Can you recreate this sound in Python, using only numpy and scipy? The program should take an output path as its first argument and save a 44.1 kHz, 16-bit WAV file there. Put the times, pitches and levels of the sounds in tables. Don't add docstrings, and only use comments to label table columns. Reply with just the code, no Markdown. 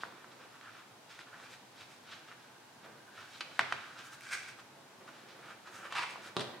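import sys
import numpy as np
from scipy import signal
from scipy.fft import rfft, irfft
from scipy.io import wavfile
from scipy.ndimage import uniform_filter1d

SR = 44100
rng = np.random.default_rng(int(sys.argv[2]) if len(sys.argv) > 2 else 0)


def unload_audio(sound):
    columns = np.transpose(np.atleast_2d(sound))
    steps = np.round(np.clip(columns, -1, 1) * 32767)
    wavfile.write(sys.argv[1], SR, steps.astype(np.int16))


N = 291060
TIME = np.arange(N) / SR

# (time of top speed [s], rise [s], fall [s], drag level [dB], hiss level [dB], nap level [dB])
RUB_STROKES = [(.005, 0.011, 0.069, -72, -60, -68), (.2, 0.17, 0.08, -62.5, -69, -88),
               (.32, .008, .015, -67, -61, -75), (.42, 0.054, 0.092, -60, -64, -80),
               (.555, 0.033, 0.018, -57.5, -68, -82), (.63, .015, 0.14, -55, -67, -85),
               (.78, 0.12, 0.043, -55.5, -62.5, -84), (1.11, 0.019, 0.063, -58, -56.5, -68),
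               (1.21, 0.033, 0.014, -53.5, -55.5, -68), (1.275, 0.0078, 0.018, -53.5, -70, -81),
               (1.34, .025, .07, -54, -66, -83), (1.44, 0.061, 0.077, -56, -60.5, -69),
               (1.535, 0.044, .022, -62, -58, -62.5), (1.815, 0.046, 0.032, -56.5, -54.5, -67),
               (1.92, .03, 0.04, -63, -63, -66), (2.125, 0.054, 0.059, -53.5, -54, -71),
               (2.285, .012, 0.017, -54, -58.5, -77), (2.325, 0.012, 0.011, -51, -62, -86),
               (2.42, .04, 0.13, -63, -69, -89), (2.845, .012, 0.025, -56, -61, -82),
               (3.19, .04, 0.071, -53.5, -57.5, -68), (3.35, 0.075, 0.098, -62, -57, -65),
               (3.58, 0.1, 0.068, -60, -59.5, -67.5), (3.72, 0.1, 0.29, -50.5, -57, -69),
               (3.995, 0.022, 0.028, -53, -53, -65), (4.06, 0.027, .03, -57, -66, -58.5),
               (4.134, 0.017, .022, -54.5, -60, -57.5), (4.47, 0.21, 0.057, -67, -58.5, -69),
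               (4.6, 0.016, 0.0065, -51.5, -59, -65), (5.08, 0.008, 0.032, -51, -62.5, -72),
               (5.16, 0.046, 0.1, -61, -62, -82), (5.295, 0.013, 0.041, -63, -57, -77),
               (5.51, 0.097, 0.033, -52, -59.5, -70), (5.676, 0.02, 0.023, -50.5, -57.5, -69),
               (5.752, 0.035, 0.067, -52, -60.5, -59.5), (5.855, 0.035, .03, -46, -59, -63),
               (6.11, .025, .025, -68, -65, -58.5), (6.275, 0.059, 0.019, -49, -54, -61)]
# (frequency [Hz], level [dB])
DRAG_SPECTRUM = [(250, -17), (900, -6.5), (1150, 0.5), (1350, 6.5), (1590, 2), (1800, 2), (2050, -11.5),
                 (2350, -7.5), (3000, -10), (6000, -55)]
HISS_SPECTRUM = [(1200, -8), (2300, 2), (2800, 0.5), (3250, 1), (3750, 2), (4400, -3), (5500, -5.5),
                 (7000, -14.5), (11000, -33)]
NAP_SPECTRUM = [(3500, -6.5), (6500, 0.5), (8700, -3), (10500, -8), (15500, -20)]
# (time [s], level [dB])
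SING_ENVELOPE = [(2.05, -71), (2.3, -67), (2.7, -73), (3.2, -59.5), (3.55, -70), (3.9, -71), (4.05, -60.5),
                 (4.4, -66), (4.62, -76)]
PUSH_ENVELOPE = [(4.21, -56), (4.236, -51), (4.298, -50.5), (4.334, -36), (4.356, -45.5), (4.472, -60),
                 (4.486, -49.5), (4.53, -67)]
LIFT_ENVELOPE = [(5.905, -51), (5.947, -47.5), (5.955, -36.5), (5.988, -33), (6.008, -39.5), (6.036, -37.5),
                 (6.054, -49), (6.11, -50), (6.18, -57.5)]
# (frequency [Hz], level [dB])
SING_SPECTRUM = [(1100, -51), (1400, -23), (1475, 2.5), (1525, -12), (1590, 2.5), (1670, -11), (2100, -44)]
PUSH_SPECTRUM = [(300, -29), (950, -16.5), (1250, -9), (1600, 2.5), (1850, -10), (2300, -3), (2850, -14.5),
                 (4000, -15.5), (5700, -15.5), (7300, -19), (8800, -18), (10300, -28.5), (15500, -41)]
LIFT_SPECTRUM = [(200, -30), (400, -21), (680, -15), (860, -2), (1090, 0), (1450, -3), (1850, -6),
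                 (2600, -5), (3100, -11), (4600, -14), (6500, -24), (8700, -26), (11000, -37), (15500, -48)]
# (time [s], peak level [dB], pitch [Hz], hardness [dB/octave above the pitch])
EDGE_TAPS = [(.0350, -22.5, 1470, -13.5), (0.1244, -43, 1330, -14), (.2444, -37, 1370, -10),
             (.556, -47, 1360, 4), (0.612, -42, 1650, -2), (1.1917, -35, 1500, 4), (1.211, -41, 1530, 2),
             (1.3438, -39, 1340, -3), (1.400, -40, 1280, 1), (1.539, -40.5, 1400, 4),
             (2.3155, -39, 1570, 1.5), (2.326, -40.5, 1630, 3), (3.5933, -8.5, 1540, 1),
             (3.724, -17.5, 1450, -2), (3.7824, -41, 1400, 3), (4.209, -36, 2000, 9),
             (4.4866, -39, 1740, 5), (5.090, -39, 1350, 3), (5.521, -42, 1400, -1), (5.675, -38, 1390, -16),
             (5.9245, -25, 1290, 4.5), (5.9533, -27, 1520, -2), (5.964, -28, 1700, -5),
             (6.158, -32.5, 1160, -10)]
# (time [s], level [dB], decay time [s])
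EDGE_SCUFFS = [(.003, -51.5, .025), (.611, -55, .003), (2.112, -52, .02), (3.346, -60, 0.01),
               (3.4067, -31.5, 0.0036), (3.5935, -25, 0.0011), (3.5993, -35, 0.00099), (3.609, -33, 0.0023),
               (3.7240, -30, 0.0017), (5.9242, -42.5, 0.0062), (6.3668, -37.5, 0.0023), (6.394, -35, .002),
               (6.405, -36, .007)]
# (time [s], peak level [dB], hardness [dB/octave in the treble])
BENCH_KNOCKS = [(3.5925, -27, 2), (3.7255, -35.5, -0.5), (6.3668, -15.5, 3), (6.3719, -26.5, -3),
                (6.3957, -25.5, 6), (6.408, -26.5, 8), (6.434, -41, 11), (6.443, -37, 2)]
# (frequency [Hz], level [dB], time to decay 60 dB [s])
BENCH_MODES = [(105, -2, .2), (132, 6, .2), (249, 2, .25), (387, -8, .35), (422, -7, .42), (457, -9, .3),
               (573, -5, .4), (660, -6, .25), (735, -5, .3), (879, -1, .45), (1000, -4, .3), (1056, -5, .4),
               (3800, 3, .025)]
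# (time of top speed [s], rise [s], fall [s], level [dB])
ARM_STROKES = [(.01, .05, 0.14, -58), (.38, 0.13, 0.068, -58.5), (1.4, 0.11, .2, -64.5),
               (2.88, 0.041, 0.15, -57.5), (3.5, .09, 0.042, -56.5), (5.08, 0.61, 0.22, -63),
               (5.37, 0.17, 0.2, -57.5), (6.0, 0.28, 0.6, -58.5), (6.45, .1, 0.2, -51)]
# (frequency [Hz], level [dB])
TAP_SPECTRUM = [(60, -45), (130, -26), (250, -19), (400, -21), (700, -12), (1100, -5), (1550, 0),
                (2050, -5), (2600, -16), (4000, -23), (6500, -35), (8200, -33), (11000, -47), (16000, -58)]
SCUFF_SPECTRUM = [(200, -15), (700, -4), (1300, 7), (2100, 2.5), (2800, 4.5), (3800, 4.5), (5200, -4),
                  (7000, -14), (8800, -18), (11000, -28), (15500, -51)]
KNOCK_SPECTRUM = [(50, -28), (95, 1), (130, 0), (185, -3), (250, 4), (380, 2.5), (700, -6.5), (1150, 0.5),
                  (1600, -7), (2100, -23.5), (3200, -11.5), (3800, -9), (4600, -17.5), (7000, -32),
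                  (8900, -31), (12000, -50), (15500, -68)]
ARM_SPECTRUM = [(70, -26), (130, -11), (240, 2.5), (330, -5), (450, 2.5), (750, -5), (1100, -4), (2000, -9),
                (6000, -34)]
# (delay [s], level [dB])
REFLECTIONS = [(.0026, -20), (.0063, -29), (.0088, -17), (.0152, -42), (.0172, -20.5), (.0385, -27)]
# (frequency [Hz], reverberation time [s])
REVERB_TIMES = [(125, 0.12), (500, 0.55), (1500, 0.68), (4000, 0.67), (12000, 0.33)]
# (frequency [Hz], level [dB])
TAIL_SPECTRUM = [(100, 14), (250, 7.5), (400, 0.5), (650, 7), (900, 3), (1500, -3.5), (2200, 4),
                 (3500, 1.5), (5000, 2.5), (9000, 2.5), (15000, 3)]
AIR_SPECTRUM = [(30, -4), (70, -20), (115, -5), (180, -7.5), (250, -4), (550, -8), (850, -3), (1200, -8.5),
                (1550, -7.5), (2000, -12), (4000, -14), (7000, -19), (11000, -24), (15800, -32)]
# (frequency [Hz], left-right correlation [1])
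DIFFUSE_COHERENCE = [(60, 0.99), (250, 0.67), (600, 0.5), (1500, 0.37), (4000, 0.047), (9000, 0.018)]
# (frequency [Hz], left minus right level [dB])
STEREO_BALANCE = [(120, 1.5), (280, 0.5), (500, -0.5), (1400, -1.6), (2300, -1.2), (4000, 0.5),
                  (12000, 0.5)]


def friction(spectrum, slips_per_s, spread_db, catch_db):
    slips = (rng.random(N) < slips_per_s / SR) * rng.choice([-1, 1], N)
    size_db = spread_db * np.clip(rng.standard_normal(N), -2, 2)
    grip_db = catch_db * wander(rate_hz=70)
    return unit_rms(tint(slips * undb(size_db + grip_db), spectrum))


def rubbing():
    drag = friction(DRAG_SPECTRUM, slips_per_s=2000, spread_db=2.5, catch_db=1.2)
    hiss = friction(HISS_SPECTRUM, slips_per_s=7000, spread_db=2.5, catch_db=.8)
    nap = friction(NAP_SPECTRUM, slips_per_s=7000, spread_db=3, catch_db=.8)
    sing = friction(SING_SPECTRUM, slips_per_s=4000, spread_db=2, catch_db=1)
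    drag_gain, hiss_gain, nap_gain = stroke_gains(RUB_STROKES)
    return drag * drag_gain + hiss * hiss_gain + nap * nap_gain + sing * envelope(SING_ENVELOPE)


def slides():
    push = friction(PUSH_SPECTRUM, slips_per_s=3500, spread_db=6, catch_db=1)
    lift = friction(LIFT_SPECTRUM, slips_per_s=5000, spread_db=3, catch_db=.7)
    return push * envelope(PUSH_ENVELOPE) + lift * envelope(LIFT_ENVELOPE)


def taps():
    out = np.zeros(N)
    for onset, db, pitch, hardness in EDGE_TAPS:
        add(out, onset, -undb(db) * impact_pulse(TAP_SPECTRUM, hardness, pitch))
    return out


def scuffs():
    force = np.zeros(N)
    for onset, db, decay in EDGE_SCUFFS:
        age = TIME[:SR // 4] / decay
        add(force, onset, undb(db) * 2 * np.sqrt(age) * np.exp(-age))
    return force * friction(SCUFF_SPECTRUM, slips_per_s=25000, spread_db=1, catch_db=0)


def knocks(ring_db=-29):
    t = TIME[:SR]
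    ring = sum(undb(ring_db + db) * np.sin(2 * np.pi * hz * t) * np.exp(-np.log(1000) * t / t60)
               for hz, db, t60 in BENCH_MODES)
    out = np.zeros(N)
    for onset, db, hardness in BENCH_KNOCKS:
        add(out, onset, undb(db) * impact_pulse(KNOCK_SPECTRUM, hardness))
        add(out, onset, undb(db - 2 * max(hardness, 0)) * ring)
    return out


def forearm(rest_db=-72.5):
    gain = np.hypot(stroke_gains(ARM_STROKES)[0], undb(rest_db))
    return gain * friction(ARM_SPECTRUM, slips_per_s=1200, spread_db=3, catch_db=2.5)


def room(x, tail_db, port_lag_s=.00007):
    t = TIME[:SR]
    hz, when, cells = signal.stft(diffuse_noise(SR), SR, nperseg=256)
    cells = cells * np.exp(-np.log(1000) * when / at_hz(REVERB_TIMES, hz)[:, None])
    tail = signal.istft(cells, SR)[1][:, :SR]
    build_up = 1 - np.exp(-t / 0.0018)
    early_scatter = 1 + 1.18 * np.exp(-t / 0.01)
    tail = unit_rms(tail * build_up * early_scatter) / np.sqrt(SR)
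    response = undb(tail_db) * tint(tail, TAIL_SPECTRUM)
    response[:, 0] += 1
    for k, (delay, db) in enumerate(REFLECTIONS):
        near_port = k % 2
        add(response[near_port], delay, undb([db]))
        add(response[1 - near_port], delay + port_lag_s, undb([db]))
    return signal.fftconvolve(x[None], response, axes=1)[:, :N]


def room_tone(air_db=-58, drone_relative_db=-15, half_width_hz=10):
    hz = np.fft.rfftfreq(N, 1 / SR)
    peaks = sum(undb(db) / (1 + ((hz - mode_hz) / half_width_hz) ** 2) for mode_hz, db, _ in BENCH_MODES)
    resonating = irfft(rfft(rng.standard_normal(N)) * peaks, N)
    drone = unit_rms(tint(resonating, AIR_SPECTRUM))
    air = unit_rms(tint(diffuse_noise(N), AIR_SPECTRUM))
    return undb(air_db) * (air + undb(drone_relative_db) * drone)


def diffuse_noise(size):
    coherence = np.clip(at_hz(DIFFUSE_COHERENCE, np.fft.rfftfreq(size, 1 / SR)), -1, 1)
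    mid, side = rfft(rng.standard_normal((2, size)))
    polarity = np.array([[1], [-1]])
    return irfft(mid * np.sqrt(1 + coherence) + polarity * side * np.sqrt(1 - coherence), size)


def impact_pulse(spectrum, hardness, pitch=1550, size=2048):
    hz = np.fft.rfftfreq(size, 1 / SR)
    db = at_hz(spectrum, hz * 1550 / pitch) + hardness * np.log2(np.maximum(hz / pitch, 1))
    cepstrum = irfft(np.log(undb(db)))
    cepstrum[1:size // 2] *= 2
    cepstrum[size // 2 + 1:] = 0
    pulse = irfft(np.exp(rfft(cepstrum)))
    return pulse / np.abs(pulse).max()


def stroke_gains(strokes, roundness=1.3):
    t = np.linspace(0, N / SR, 4000)
    power = 0
    for fastest, rise, fall, *db in strokes:
        from_peak = np.maximum((fastest - t) / rise, (t - fastest) / fall)
        speed = np.exp(-np.abs(from_peak) ** roundness)
        power = power + np.outer(undb(db), speed) ** 2
    return [np.interp(TIME, t, np.sqrt(layer)) for layer in power]


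def envelope(points):
    times, db = np.transpose(points)
    gain = undb(np.interp(TIME, times, db, left=-140, right=-140))
    return uniform_filter1d(gain, size=200)


def wander(rate_hz):
    hold = int(SR / rate_hz)
    held = np.repeat(rng.standard_normal(N // hold + 1), hold)
    return np.sqrt(2) * uniform_filter1d(uniform_filter1d(held, hold), hold)[:N]


def tint(x, spectrum):
    size = x.shape[-1]
    return irfft(rfft(x) * undb(at_hz(spectrum, np.fft.rfftfreq(size, 1 / SR))), size)


def at_hz(points, hz):
    frequencies, values = np.transpose(points)
    return np.interp(np.log(hz + 1), np.log(frequencies), values)


def add(out, onset_s, sound):
    start = max(int(onset_s * SR), 0)
    part = sound[:max(len(out) - start, 0)]
    out[start:start + len(part)] += part


def undb(db):
    return 10 ** (np.asarray(db) / 20)


def unit_rms(x):
    return x / np.sqrt(np.mean(x ** 2))


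def scene():
    contacts = room(taps(), tail_db=-8)
    contacts += room(rubbing() + slides() + forearm() + scuffs(), tail_db=-6.5)
    contacts += room(knocks(), tail_db=-1.5)
    left = tint(contacts[0], [(hz, db / 2) for hz, db in STEREO_BALANCE])
    right = tint(contacts[1], [(hz, -db / 2) for hz, db in STEREO_BALANCE])
    return np.array([left, right]) + room_tone()


def record(dry, low_cut_hz=88, high_cut_hz=15800):
    high_pass = signal.butter(4, low_cut_hz, btype="high", fs=SR, output="sos")
    low_pass = signal.ellip(10, .2, 70, high_cut_hz, fs=SR, output="sos")
    return signal.sosfilt(low_pass, signal.sosfilt(high_pass, dry))


dry = scene()
out = record(dry)
unload_audio(out)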